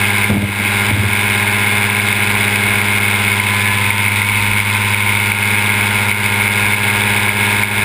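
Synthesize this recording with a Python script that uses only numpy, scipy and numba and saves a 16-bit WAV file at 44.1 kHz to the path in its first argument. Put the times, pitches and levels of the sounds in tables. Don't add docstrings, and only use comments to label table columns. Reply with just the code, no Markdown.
import sys
import numpy as np
from scipy import signal
from scipy.fft import rfft, irfft
from scipy.io import wavfile
from scipy.ndimage import uniform_filter1d, minimum_filter1d
from numba import njit

SR = 44100
rng = np.random.default_rng(int(sys.argv[2]) if len(sys.argv) > 2 else 0)


def waveform_to_disk(signal):
    frames = np.transpose(np.atleast_2d(signal))
    scaled = np.clip(frames, -1, 1) * 32767
    samples = np.round(scaled).astype(np.int16)
    wavfile.write(sys.argv[1], SR, samples)


N = 345744
T = np.arange(N) / SR
CRUISE_HZ = 101.5
BLADE_RATIO = 1.161


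def undb(db):
    return 10 ** (np.asarray(db) / 20)


def unit(x):
    return x / np.sqrt(np.mean(x ** 2))


def curves(table):
    s, *columns = np.transpose(table)
    return [np.interp(T, s, column) for column in columns]


def colour(x, points):
    hz, db = np.transpose(points)
    f = np.maximum(np.arange(N // 2 + 1) * SR / N, 1)
    gain_db = np.interp(np.log(f), np.log(hz), db, left=-70, right=-70)
    return irfft(rfft(x) * undb(gain_db), N)


def walk(rate):
    k = max(int(SR / rate), 1)
    steps = np.repeat(rng.standard_normal(N // k + 1), k)
    return unit(uniform_filter1d(steps, k)[:N])


def per_firing(turns):
    return uniform_filter1d(rng.standard_normal(2000)[turns.astype(int)], size=40)


def puff(turns, start, decay, rest):
    burst = np.exp(-((turns - start) % 1) / decay)
    return unit(uniform_filter1d(rest + burst, size=50))


# multiple of the firing rate, mean change in dB, lobe depth in dB, place of the lobe along
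# the sway, change in dB after the balance shifts.
SWELLING_HARMONICS = [(5, -4, 6.5, 1, 4), (9, -3, 1.5, 1.2, 5.5), (10, 3, 4.5, 0.95, -0.5),
                      (14, 1, 4, 0.27, 1.6), (16, -6.5, 10, 0.11, -0.5), (17, 3, 7, 0.87, -3)]
BALANCE_SHIFT_S = (3.7, 3.85)


def lobes(sway, lobes_per_multiple=0.064):
    shift = np.interp(T, BALANCE_SHIFT_S, (0, 1))
    change_db = {}
    for multiple, mean_db, depth_db, place, shift_db in SWELLING_HARMONICS:
        k = round(multiple)
        lobe = np.cos(2 * np.pi * k * lobes_per_multiple * (sway - place))
        change_db[k] = mean_db + depth_db * lobe + shift_db * shift
    return change_db


# multiple of the firing rate, level in dB before the gains of the voices and lobes.
EXHAUST_HARMONICS = [(1, -23), (2, -28), (3, -45), (4, -35), (5, -42), (6, -45), (7, -42), (8, -37),
                     (9, -32), (10, -34), (11, -46), (12, -43), (13, -40), (14, -37), (15, -37), (16, -32),
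                     (17, -36), (18, -40), (19, -38), (20, -44), (21, -28), (22, -28), (23, -32), (24, -34),
                     (25, -39), (26, -40), (27, -41), (28, -39), (29, -44), (30, -45), (31, -55), (32, -45),
                     (33, -41), (34, -43), (35, -47), (36, -44), (37, -47)]
# time in seconds, place along the sway (0-1).
HELMET_SWAY = [(0, 0.16), (.8, 0.23), (1.4, 0.17), (2.5, 0.22), (3.1, 0.27), (3.7, 0.83), (4.15, 0.44),
               (4.9, 0.61), (5.55, 0.13), (6.05, 0.28), (6.7, 0.18), (7.84, 0.08)]


def exhaust(turns, strength, thud_db, drone_db, growl_db, rasp_db):
    swell_db = lobes(curves(HELMET_SWAY)[0])
    timing = turns + 0.00036 * walk(82)
    thud, drone = undb(4.0 + thud_db), undb(1.0 + 1.74 * drone_db)
    growl, ring = undb(3.0 + 0.96 * growl_db), strength * undb(3.5 + rasp_db)
    out = 0
    for k, (_, db) in enumerate(EXHAUST_HARMONICS, 1):
        if k == 1:
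            gain = thud
        elif k == 2:
            gain = np.sqrt(thud * drone)
        elif k < 9:
            gain = drone
        elif k < 20:
            gain = growl
        else:
            gain = ring
        lag = .42 * k if 20 < k < 26 else .13 * k * k
        tone = np.sqrt(2) * np.cos(2 * np.pi * (timing * k - lag))
        out = out + tone * undb(db + swell_db.get(k, 0)) * gain
    return out


def buzz(turns, strength, rasp_db, first_db=-52, fall_db_per_multiple=0.2):
    out = 0
    for i, k in enumerate(range(38, 52)):
        tone = np.sqrt(2) * np.cos(2 * np.pi * (k * turns + rng.random()))
        out = out + tone * undb(first_db - fall_db_per_multiple * i)
    return out * strength * undb(rasp_db)


# frequency in Hz, relative level in dB.
WASH_SPECTRUM = [(200, -35.5), (330, -18.5), (560, -18), (650, -15.5), (770, -18.5), (850, -8.5),
                 (1030, -5.5), (1140, -12.5), (1350, -12), (1520, -5.5), (1700, -9.5), (1850, -12),
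                 (2100, -4), (3000, -37)]
# frequency in Hz, relative level in dB.
RASP_SPECTRUM = [(1500, -49), (1900, -8), (2050, -4.5), (2180, 5.5), (2380, -2.5), (2560, 2), (2680, -7),
                 (2920, -11), (3040, -5.5), (3170, -22), (3330, -19), (3700, -9), (4300, -19.5),
                 (5000, -23), (6300, -31.5)]


def gas(turns, strength, drone_db, growl_db, rasp_db):
    wash = rng.standard_normal(N) * puff(turns, start=0.074, decay=0.99, rest=1.0)
    wash = unit(colour(wash, WASH_SPECTRUM))
    low = signal.sosfiltfilt(signal.butter(4, 780, fs=SR, output="sos"), wash)
    wash = low * undb(drone_db) + (wash - low) * undb(growl_db)
    rasp = rng.standard_normal(N) * strength * puff(turns, start=0.26, decay=0.16, rest=1.0)
    rasp = unit(colour(rasp, RASP_SPECTRUM))
    spit_strength = undb(2 * per_firing(turns))
    spit = rng.standard_normal(N) * spit_strength * puff(turns, start=0.076, decay=0.13, rest=0.094)
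    spit = unit(colour(spit, [(2700, -10), (3000, -33.5), (3170, -1.5), (3500, 2), (4300, -14.0),
                              (5000, -7), (6300, -40.0)]))
    bright = rasp * undb(-18.5) + spit * undb(-29.5)
    return wash * undb(-21.5) + bright * undb(rasp_db)


# multiple of the blade rate, added multiple of the firing rate, relative level in dB.
PROPELLER_TONES = [ (1, 0, -34), (1, 1, -37), (1, 1.5, -42), (1, 2, -45), (3, 0, -44), (1, 2.5, -44),
                   (1, 3, -44), (4, 0, -46), (5, 0, -50), (7, 0, -39), (9, 0, -42), (13, 0, -42),
                   (14, 0, -36), (15, 0, -42)]


def propeller(turns, drone_db):
    out = 0
    for blades, firings, db in PROPELLER_TONES:
        phase = turns * (blades * BLADE_RATIO + firings) + rng.random()
        waver_db = 1.3 * walk(3)
        out = out + np.sqrt(2) * np.sin(2 * np.pi * phase) * undb(db + waver_db)
    return out * undb(0.47 * drone_db)


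# frequency in Hz, relative level in dB.
WIND_SPECTRUM = [(15, -16), (38, -9), (58, -1.5), (74, -9.5), (130, -14.5), (200, -6.5), (500, -40)]


def wind(gust_s=4.47, gust_length_s=0.11, gust_db=-35):
    gust = unit(colour(rng.standard_normal(N), [(20, -18), (52, 0), (90, -18)]))
    gust = gust * np.exp(-((T - gust_s) / gust_length_s) ** 2)
    buffeting = unit(colour(rng.standard_normal(N), WIND_SPECTRUM))
    return buffeting * undb(-38.0 + 0.73 * walk(9.6)) + gust * undb(gust_db)


# start in seconds, relative level in dB.
HARD_FIRINGS = [(.2433, -5), (1.9979, -3), (2.1266, -4), (2.3521, -2), (2.815, -10), (3.399, -6),
                (3.904, -2.5), (4.0615, -4.5), (4.0806, -6.5), (4.2178, -1.5), (4.6014, -5), (4.9447, -0.5),
                (5.1507, -11), (5.3178, -2), (5.692, -3.5), (6.114, -2.5), (6.4777, -4), (6.735, -9.5),
                (7.2913, -3), (7.634, -1.5)]


def cracks(ring_hz=2230, rise_s=0.0017, spread=0.0052):
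    out = np.zeros(N)
    age = T[:SR // 20]
    shape = (age / rise_s) ** 2 * np.exp(2 * (1 - age / rise_s))
    for s, db in HARD_FIRINGS:
        pitch_hz = ring_hz * (1 + spread * rng.standard_normal())
        i = int(s * SR)
        out[i:i + len(age)] += undb(db) * shape * np.sin(2 * np.pi * pitch_hz * age)
    return out


# start in seconds, attack in seconds, length in seconds,
# firmness (0-1), lag of the boom in seconds, then relative levels in dB of the judder, the scrape,
# the boom of the mount and the slow push of air.
FRAME_TOUCHES = [(0.311, 0.009, 0.13, 0.63, 0.01, -1, -10, -3.5, -5.5),
                 (0.605, 0.01, 0.005, 0.2, 0.01, -13, -22, -34, -14),
                 (0.913, 0.013, 0.13, 0.36, 0.026, -10.5, -16.5, -5, -9.5)]
# frequency in Hz, relative level in dB.
JUDDER_SPECTRUM = [(40, -26), (100, -14), (160, -6.5), (230, 12.5), (330, -11.5), (460, -16), (900, -32),
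                   (2000, -44)]
# frequency in Hz, relative level in dB.
SCRAPE_SPECTRUM = [(60, -6), (150, -4.5), (300, -6), (450, -10), (900, -17), (2000, -31)]


def bumps(turns, sharp=0.071, tap_turn=0.12, boom_rest=0.064, scrape_fade_db_per_s=35, release_s=0.058):
    pressed, rubbed, boom, push = np.zeros((4, N))
    beat_hz = (BLADE_RATIO - 1) * CRUISE_HZ
    for s, attack_s, length_s, firm, boom_lag_s, judder_db, scrape_db, boom_db, push_db in FRAME_TOUCHES:
        age = T - s
        attack = np.exp(-.5 * (np.minimum(age, 0) / attack_s) ** 2)
        touch = attack * np.exp(-np.maximum(age - length_s, 0) / release_s)
        surge = firm + (1 - firm) * np.cos(np.pi * beat_hz * age) ** 4
        swing = boom_rest + (1 - boom_rest) * np.cos(np.pi * beat_hz * (age - boom_lag_s)) ** 2
        pressed += touch * surge * undb(judder_db)
        rubbed += touch * surge * undb(scrape_db - scrape_fade_db_per_s * np.maximum(age, 0))
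        boom += touch * swing * undb(boom_db)
        push += touch * undb(push_db)
    taps = np.exp(-(np.sin(np.pi * (turns - tap_turn)) / sharp) ** 2)
    judder = colour(pressed * taps, JUDDER_SPECTRUM) * undb(12)
    shake = boom * np.cos(2 * np.pi * (turns + .12))
    scrape = rubbed * unit(colour(rng.standard_normal(N), SCRAPE_SPECTRUM))
    return judder + scrape + shake + push


# time in seconds, firing rate in Hz.
ENGINE_SPEED = [(0.02, 100.99), (0.1, 100.91), (0.7, 100.78), (1.2, 101.74), (1.96, 101.76), (3.2, 101.2),
                (3.34, 101.0), (3.56, 100.88), (3.86, 101.11), (4.02, 101.4), (4.5, 101.82), (4.84, 101.9),
                (5.32, 101.8), (5.62, 101.85), (6.22, 101.65), (6.54, 101.71), (6.88, 102.08),
                (7.82, 102.13)]
# time in seconds, tilt (0-1).
HEAD_TILT = [(0, 0.22), (2.7, 0), (3.6, 0.48), (4.2, 0.86), (4.85, 0.82), (5.6, 0.32), (6.1, .3), (7.1, 0),
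             (7.84, .1)]
# level in dB with the head level, change in dB at full tilt.
VOICE_LEVELS = [(-4, 3), (1.14, -5.5), (-1.82, -0.6), (0, -0.5)]


def scene(start_turn=-0.1806, effort_db_per_hz=-0.16):
    firing_hz, tilt = curves(ENGINE_SPEED)[0], curves(HEAD_TILT)[0]
    turns = start_turn + np.cumsum(firing_hz) / SR
    effort_db = effort_db_per_hz * (firing_hz - CRUISE_HZ)
    thud_db, drone_db, growl_db, rasp_db = (
        level_db + tilt_db * tilt + effort_db for level_db, tilt_db in VOICE_LEVELS)
    chop = 1 + 0.12 * np.sin(2 * np.pi * BLADE_RATIO * turns)
    strength = unit(undb(1.05 * per_firing(turns)) * chop)
    engine = exhaust(turns, strength, thud_db, drone_db, growl_db, rasp_db)
    engine = engine + buzz(turns, strength, rasp_db)
    engine = engine + gas(turns, strength, drone_db, growl_db, rasp_db)
    engine = engine + undb(2.0) * cracks()
    return (engine + undb(0.8) * propeller(turns, drone_db) + wind() + bumps(turns))[None]


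@njit
def follow_peaks(x, attack, release):
    out, e = np.empty(len(x)), 0.
    for i in range(len(x)):
        e += (x[i] - e) * (attack if x[i] > e else release)
        out[i] = e
    return out


def limiter(x, ceiling_db=-3.5, attack_s=0.00018, hold_s=.025, release_s=0.19):
    peaks = follow_peaks(abs(x), min(1 / (attack_s * SR), 1), 1 / (release_s * SR))
    size = 2 * int(hold_s * SR / 2) + 1
    peaks = -minimum_filter1d(-peaks, size, origin=size // 2 - 12)
    return x / np.maximum(peaks / undb(ceiling_db), 1)


def coarse_sampling(x, sample_hz=12000):
    coarse = signal.resample_poly(x, 8 * sample_hz, SR)[::8]
    return signal.resample_poly(np.repeat(coarse, 8), SR, 8 * sample_hz)[:N]


def record(dry, low_cut_hz=32, hiss_db=-53, top_hz=15250):
    x = limiter(dry[0])
    x = signal.sosfilt(signal.butter(4, low_cut_hz, "high", fs=SR, output="sos"), x)
    x = coarse_sampling(x)
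    x = x + undb(hiss_db) * rng.standard_normal(N)
    x = np.clip(x, -.95, .95)
    return signal.sosfiltfilt(signal.ellip(8, .1, 50, top_hz, fs=SR, output="sos"), x)[None]


dry = scene()
out = record(dry)
waveform_to_disk(out)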